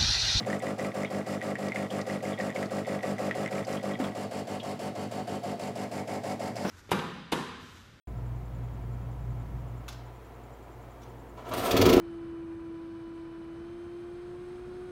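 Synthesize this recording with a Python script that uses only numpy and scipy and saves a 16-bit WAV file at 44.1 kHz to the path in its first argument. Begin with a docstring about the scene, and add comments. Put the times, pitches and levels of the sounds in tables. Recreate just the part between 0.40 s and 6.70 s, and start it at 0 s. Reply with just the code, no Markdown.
"""A coffee machine runs hot water into a glass. From the start its vibrating pump is on for a few mains
cycles in every eight, six throbs a second: the piston thumps and clacks, panels rattle, the valve hisses,
the water line hoots. Drops plink in the glass. At 3.6 s a hand sets the glass on the drip tray: the
plinks end, the casing is damped and rings differently. The water line sings a few short notes, the valve
sizzles from 5.6 s, and at 6.2 s the glass is dragged off."""
import sys
import numpy as np
from scipy.fft import rfft, irfft, next_fast_len
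from scipy.io import wavfile
from scipy.ndimage import map_coordinates

SR = 44100
rng = np.random.default_rng(int(sys.argv[2]) if len(sys.argv) > 2 else 0)


def waveform_to_disk(signal):
    """Save audio, clipped to [-1, 1], as 16-bit WAV at the path in sys.argv[1]."""
    frames = np.transpose(np.atleast_2d(signal))
    scaled = np.clip(frames, -1, 1) * 32767
    samples = np.round(scaled).astype(np.int16)
    wavfile.write(sys.argv[1], SR, samples)


N = 277830

MAINS_HZ, FIRST_BURST_S = 49.885, 0.062
BURST_PERIOD_S = 8 / MAINS_HZ
DROPS_END_S, SET_DOWN_S, SIZZLE_START_S = 3.42, 3.59, 5.57

# Trickle spectrum: (frequency [Hz], level [dB])
STREAM_SPECTRUM = [(20, -18), (40, -29), (70, -4), (110, 16), (250, 13.5), (700, 12), (1200, -6.5),
                   (2100, -6.5), (3800, -11.5), (5200, -13.5), (10000, -23.5), (15800, -30)]
# Water spits; loudest drops: (time [s], relative level [dB], frequency [Hz])
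WATER_SPITS = [(0.1935, -41.5, 7400), (1.2856, -39.5, 4550), (1.6127, -33.5, 5060), (2.0093, -37, 5020),
               (2.2563, -40, 4530), (3.248, -38, 4900), (3.3283, -38, 5250), (6.1659, -35, 4900)]
LOUD_DROPS = [(0.1015, -28.5, 1780), (0.1295, -25, 1920), (0.2688, -31, 1960), (0.396, -30, 1980),
              (0.4479, -29, 2140), (0.6484, -28, 2170), (1.0156, -30, 1940), (1.1552, -25, 1903),
              (1.32, -27, 2100), (1.3596, -22.5, 2090), (1.699, -30.5, 2000), (2.0012, -25.5, 1900),
              (2.1615, -24.5, 2180), (2.2283, -27.5, 1960), (2.783, -31.5, 2000), (2.9112, -20, 1925),
              (3.0606, -28, 2060), (3.077, -29.5, 2020), (3.1815, -30.5, 2200)]
# Light taps on the glass: (time [s], relative level [dB])
GLASS_TAPS = [(0.653, -44), (1.502, -43), (1.932, -44), (2.913, -45), (3.3715, -43.5), (3.535, -44),
              (3.6404, -42.5), (4.199, -37.5)]
# Glass knocks on the tray: (time [s], relative level [dB], tray note [Hz])
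TRAY_KNOCKS = [(3.599, -28, 264), (3.639, -32, 272), (4.924, -39, 270), (6.248, -29, 201),
               (6.263, -34.5, 177)]
# Glass sliding on steel: (time [s], level [dB])
DRAG_ENVELOPE = [(6.22, -82), (6.245, -62), (6.27, -40), (6.3, -30.5)]
# Knock and scrape spectra: (frequency [Hz], level [dB])
KNOCK_SPECTRUM = [(60, -11), (150, -12), (260, 2.5), (400, -6), (700, -11.5), (1300, -13.5), (2500, -22),
                  (6000, -39), (15000, -45)]
SCRAPE_SPECTRUM = [(60, -22), (150, 7), (380, 7), (800, -10), (1300, -4), (2400, -14), (4500, -16.5),
                   (5700, -5), (6600, -24), (15000, -29)]
# Water line hoot: (frequency [Hz], relative level glass held [dB], relative level glass seated [dB])
HOOT_PARTIALS = [(524.5, -38, -47.5), (606, -42.5, -42.5), (683.6, -44, -39.5), (741.4, -41, -50)]
# Single water line notes: (time [s], level [dB], frequency [Hz], Gaussian width [s])
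LINE_NOTES = [(3.85, -39, 665, .016), (4.80, -33.5, 745, .02), (4.887, -31, 700, .008),
              (5.046, -29.5, 701, 0.011), (5.137, -33.5, 695, 0.016)]
# Valve hiss spectrum: (frequency [Hz], level [dB])
VALVE_SPECTRUM = [(1470, 2), (2500, 3), (3220, 0), (3640, -3.5), (4950, 2), (6570, -4), (7370, 0),
                  (8660, -6), (9350, -32), (9640, -6), (11000, -11.5), (12200, -11), (15600, -21.5)]
# Panel spectra with glass held, with glass seated, near the end: (frequency [Hz], level [dB])
PANEL_HELD_SPECTRUM = [(490, -5), (830, 3), (914, 2), (1000, -3), (1170, 5), (1430, -2.5), (1790, -3.5),
                       (1960, -4.5), (2320, -10), (3320, -17), (3500, -50), (4550, -76), (7700, -120)]
PANEL_SEATED_SPECTRUM = [(490, -1), (830, 1.5), (1020, 2), (1100, 0.5), (1380, -7), (1700, -6),
                         (1880, -10.5), (2070, -1.5), (2260, -16.5), (3160, -7.5), (3500, -25), (4550, -11),
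                         (7700, -120)]
PANEL_LATE_SPECTRUM = [(490, -18), (830, -3.5), (845, -28), (871, -12), (919, -4), (1110, -13.5),
                       (1570, -19), (2020, -14), (2200, -14.5), (2380, -24), (3500, -56), (4550, -60),
                       (7700, -120)]
# Low housing modes; casing and drip tray modes:
# (frequency [Hz], bandwidth [Hz], level glass held [dB], level glass seated [dB])
HOUSING_MODES = [(116.2, 5.3, 10.5, 9), (118.7, 21.2, 1, -1.5), (220.1, 35.7, 1, -4), (233.5, 7.4, 4, 4.5),
                 (324.5, 86, -9, -11), (336.7, 43.7, -6, -11)]
CASING_MODES = [(419.4, 21.3, 3, -4.5), (435, 10.2, 3.5, -1), (516, 17.5, -4.5, -14),
                (558.8, 19.5, 1, -2.5), (593, 27.6, -2.5, -7), (649, 12.4, 1.5, -6), (732.2, 48, -2, -3),
                (743.1, 25, -1.5, 0), (865, 15, -4, -1.5), (900, 24, -17, -9.5)]
# Drift of pump effort: (time [s], level [dB])
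PUMP_EFFORT = [(0.0, 1), (0.8, -0.6), (2.0, 0.0), (3.15, 1.06), (3.7, -0.8), (4.3, -0.4), (5.3, -0.9),
               (5.8, 0.8), (6.3, -0.3)]


def amp(db):
    """Decibels to gain."""
    return 10 ** (np.asarray(db) / 20)


def unit(x):
    """Scale to rms 1."""
    return x / np.sqrt(np.mean(x ** 2) + 1e-20)


def clock():
    """Sample times [s]."""
    return np.arange(N) / SR


def curve(points):
    """(time [s], value) points, interpolated per sample."""
    return np.interp(clock(), *np.transpose(points))


def wobble(knots_per_s):
    """Smooth random curve."""
    return map_coordinates(rng.standard_normal(int(N * knots_per_s / SR) + 4), [clock() * knots_per_s])


def add(track, start_s, sound):
    """Mix a sound into the track."""
    part = track[round(start_s * SR):][:len(sound)]
    part += sound[:len(part)]


def filtered(x, response):
    """Apply a complex frequency response."""
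    size = next_fast_len(len(x) + SR // 2)
    return irfft(rfft(x, size) * response(np.fft.rfftfreq(size, 1 / SR)), size)[:len(x)]


def coloured(x, spectrum):
    """Shape by (frequency [Hz], level [dB]) points; rms 1."""
    points_hz, db = np.transpose(spectrum)
    return unit(filtered(x, lambda hz: amp(np.interp(np.log(hz + 1), np.log(points_hz), db))))


def resonate(x, modes):
    """Resonators of alternating sign, (frequency [Hz], bandwidth [Hz], level [dB]); rms 1."""
    def response(hz):
        return sum((-1) ** k * amp(db) * 1j * hz * width_hz / (mode_hz ** 2 - hz ** 2 + 1j * hz * width_hz)
                   for k, (mode_hz, width_hz, db) in enumerate(modes))
    return unit(filtered(x, response))


def ping(hz, t60_s):
    """Damped sine."""
    t = np.arange(6000) / SR
    return np.sin(2 * np.pi * hz * t) * amp(-60 * t / t60_s)


def puff(hz, width_hz, t60_s):
    """Decaying noise, band-passed twice."""
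    t = np.arange(6000) / SR
    band = [(hz, width_hz, 0)]
    return resonate(resonate(rng.standard_normal(len(t)), band), band) * amp(-60 * t / t60_s)


def seating(held, seated):
    """Cross-fade as the glass settles on the tray."""
    share = np.clip((clock() - SET_DOWN_S) / 0.28, 0, 1)
    return (1 - share) * held + share * seated


def burst_time(lead_s=0):
    """Time since pump switch-on [s], counting from -lead_s."""
    return (clock() - FIRST_BURST_S + lead_s) % BURST_PERIOD_S - lead_s


def burst(rise_s, hold_s, fall_db_per_s, rest_db):
    """Burst envelope: builds, holds while the coil is fed, decays to a floor."""
    lead_s = 0.0014  # coil pulls ahead of the first stroke
    t = burst_time(lead_s) + lead_s
    running = (1 - np.exp(-t / rise_s)) * amp(-fall_db_per_s * np.maximum(t - hold_s, 0))
    return np.hypot(running, amp(rest_db))


def small_drops(rate_per_s):
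    """Lesser random drops: (time [s], relative level [dB], frequency [Hz])."""
    gap, strength, pitch = rng.random((60, 3)).T - 0.5
    times_s = np.cumsum(1 + gap) / rate_per_s
    rows = np.column_stack([times_s, -33.5 + 5 * strength, 1945 + 350 * pitch])
    return rows[times_s < DROPS_END_S]


def water():
    """Water trickles and spits; drops splash, ring as bubbles and echo in the glass."""
    out = amp(-44.5) * coloured(rng.standard_normal(N), STREAM_SPECTRUM)
    droplets = (rng.random(N) < 70 / SR) * rng.random(N)
    patter = resonate(droplets, [(1924, 44, 3.5), (2170, 200, -5), (3550, 160, -14)])
    for start_s, db, hz in WATER_SPITS:
        add(out, start_s, amp(db - 3.5) * puff(hz, width_hz=2000, t60_s=0.035))
    for start_s, db, hz in [*LOUD_DROPS, *small_drops(rate_per_s=2.1)]:
        bubble = ping(hz, t60_s=0.026 * np.exp(0.2 * rng.standard_normal()))
        echo = amp(-14.5) * puff(hz, width_hz=600, t60_s=0.1)
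        attack = amp(-16.5) * puff(hz, width_hz=1200, t60_s=0.014)
        splash = amp(-42 + 2 * rng.standard_normal()) * puff(6040, width_hz=3100, t60_s=0.0068)
        add(out, start_s, amp(db + 1) * (bubble + echo + attack) + splash)
    return out + amp(-51.5) * seating(patter, 0)


def glass():
    """The glass rings when tapped, knocks on the tray, then scrapes across it."""
    drag = amp(curve(DRAG_ENVELOPE)) * (clock() > DRAG_ENVELOPE[0][0])
    out = drag * coloured(rng.standard_normal(N), SCRAPE_SPECTRUM)
    for start_s, db in GLASS_TAPS:
        tink = puff(3200, width_hz=830, t60_s=0.081) + amp(-5) * ping(3270, t60_s=0.2)
        add(out, start_s, amp(db - 2) * tink)
    t = np.arange(SR // 4) / SR
    for start_s, db, hz in TRAY_KNOCKS:
        thud = coloured(rng.standard_normal(len(t)), KNOCK_SPECTRUM) + amp(1) * np.sin(2 * np.pi * hz * t)
        add(out, start_s, amp(db - 60 * t / 0.2) * thud)
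    return out


def line_notes():
    """The water line sings single clear notes that swell and fade."""
    t = clock()
    return sum(amp(db) * np.exp(-0.5 * ((t - crest_s) / width_s) ** 2) * np.sin(2 * np.pi * hz * t)
               for crest_s, db, hz, width_s in LINE_NOTES)


def hoot(crest_s, width_s, sag_per_s):
    """One swell per burst, sagging in pitch."""
    t = burst_time(lead_s=0.04)
    swell = np.exp(-0.5 * ((t - crest_s) / width_s) ** 2)
    warped_s = t - sag_per_s * (t - crest_s) ** 2
    partials = sum(amp(seating(held_db, seated_db)) * np.sin(2 * np.pi * hz * warped_s + 0.9 * wobble(3))
                   for hz, held_db, seated_db in HOOT_PARTIALS)
    return np.sqrt(2) * swell * amp(0.8 * wobble(4)) * partials


def line_hoots(effort_db):
    """The water line hoots as the pump cuts in and out."""
    cut_in = hoot(crest_s=0.012, width_s=0.0082, sag_per_s=0.95)
    cut_out = hoot(crest_s=0.078, width_s=0.042, sag_per_s=0.29)
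    return amp(1.63 + 0.72 * effort_db) * (cut_in + amp(-10.5) * cut_out)


def chatter(fresh_share):
    """Dense contacts: noise that repeats every burst, plus a share that never does."""
    pattern = np.resize(rng.standard_normal(round(BURST_PERIOD_S * SR)), N)
    return np.sqrt(1 - fresh_share) * pattern + np.sqrt(fresh_share) * rng.standard_normal(N)


def casing_ripple(x, depth_db, spacing_hz):
    """Many small casing resonances add narrow peaks and dips; rms 1."""
    knots = rng.standard_normal(2000)
    return unit(filtered(x, lambda hz: amp(depth_db * map_coordinates(knots, [hz / spacing_hz], order=1))))


def valve(effort_db):
    """Each stroke squirts water through the valve: hiss, faint whistle, late sizzle."""
    envelope = burst(rise_s=0.00088, hold_s=0.088, fall_db_per_s=336, rest_db=-16.5)
    level_db = -50.5 + 0.98 * effort_db + 0.84 * wobble(14)
    squirt = amp(1.5 * np.cos(2 * np.pi * MAINS_HZ * (burst_time() - 0.004)))
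    jet = envelope * squirt * casing_ripple(chatter(fresh_share=0.87), depth_db=1.8, spacing_hz=70)
    whistle = resonate(envelope * rng.standard_normal(N), [(7370, 170, 5.2), (9130, 92, 13)])
    sizzle = np.clip(clock() - SIZZLE_START_S, 0, 1) * resonate(jet, [(4870, 700, 0)])
    return amp(level_db) * (coloured(jet, VALVE_SPECTRUM) + amp(-14.5) * whistle) + amp(-57.5) * sizzle


def panels(effort_db):
    """Loose panels buzz while the piston moves; the buzz dulls from 5.1 s."""
    envelope = burst(rise_s=0.011, hold_s=0.098, fall_db_per_s=240, rest_db=-27)
    level_db = -45.5 + effort_db + seating(0, -0.25)
    buzz = envelope * casing_ripple(chatter(fresh_share=0.78), depth_db=4, spacing_hz=45.65)
    late = np.clip((clock() - 5.1) / 0.5, 0, 1)
    seated = (1 - late) * coloured(buzz, PANEL_SEATED_SPECTRUM) + late * coloured(buzz, PANEL_LATE_SPECTRUM)
    return amp(level_db) * seating(coloured(buzz, PANEL_HELD_SPECTRUM), seated)


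def body(x, modes):
    """Ring modes whose levels shift once the glass is seated."""
    table = np.array(modes)
    return seating(resonate(x, table[:, [0, 1, 2]]), resonate(x, table[:, [0, 1, 3]]))


def mounts_and_casing(blows):
    """Rubber mounts blunt each blow; bending waves, slower at low pitch, smear it."""
    blunted = filtered(blows, lambda hz: 1 / (1 + (hz / 1300) ** 6))
    return filtered(blunted, lambda hz: np.exp(-2j * np.pi * 0.21 * np.sqrt(hz)))


def strokes(delay_s, scatter_db):
    """One impulse per mains cycle."""
    times_s = FIRST_BURST_S + delay_s + np.arange(-4, N / SR * MAINS_HZ) / MAINS_HZ
    sizes = amp(scatter_db * rng.standard_normal(len(times_s)))
    inside = (times_s >= 0) & (times_s < (N - 1) / SR)
    return np.bincount(np.round(times_s[inside] * SR).astype(int), sizes[inside], N)


def pump_thump(effort_db):
    """The pump body builds up its swing on the mounts and thumps the housing."""
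    swing = burst(rise_s=0.018, hold_s=0.1012, fall_db_per_s=543, rest_db=-23)
    level_db = -36 + 0.44 * effort_db + seating(0, -3)
    return amp(level_db) * body(swing * strokes(delay_s=0.0035, scatter_db=0.5), HOUSING_MODES)


def piston_clack(effort_db):
    """The piston hits one end stop and springs back to the other; churning water shakes the casing too."""
    envelope = burst(rise_s=0.0034, hold_s=0.086, fall_db_per_s=800, rest_db=-24.5)
    level_db = -38.5 + 1.9 * effort_db + seating(0, -1.5)
    pull = strokes(delay_s=0.0022, scatter_db=0.8)
    rebound = amp(-4.5) * strokes(delay_s=0.0062, scatter_db=1.2)
    clacks = body(envelope * (pull + rebound), CASING_MODES)
    churn = coloured(rng.standard_normal(N), [(80, -54), (200, 31), (400, -6.5), (750, -16.5), (1200, -54)])
    return amp(level_db) * (clacks + amp(-9) * body(envelope * churn, CASING_MODES))


def scene():
    """Machine, glass and water, close by; mono."""
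    effort_db = curve(PUMP_EFFORT)
    pump = mounts_and_casing(pump_thump(effort_db) + piston_clack(effort_db))
    machine = pump + line_hoots(effort_db) + line_notes() + panels(effort_db) + valve(effort_db)
    return (machine + glass() + water())[None]


def record(dry):
    """Bass roll-off at 60 Hz, band limit at 15.8 kHz."""
    return np.array([filtered(dry[0], lambda hz: (hz < 15800) * hz ** 2 / (hz ** 2 + 60 ** 2))])


dry = scene()
out = record(dry)
waveform_to_disk(out)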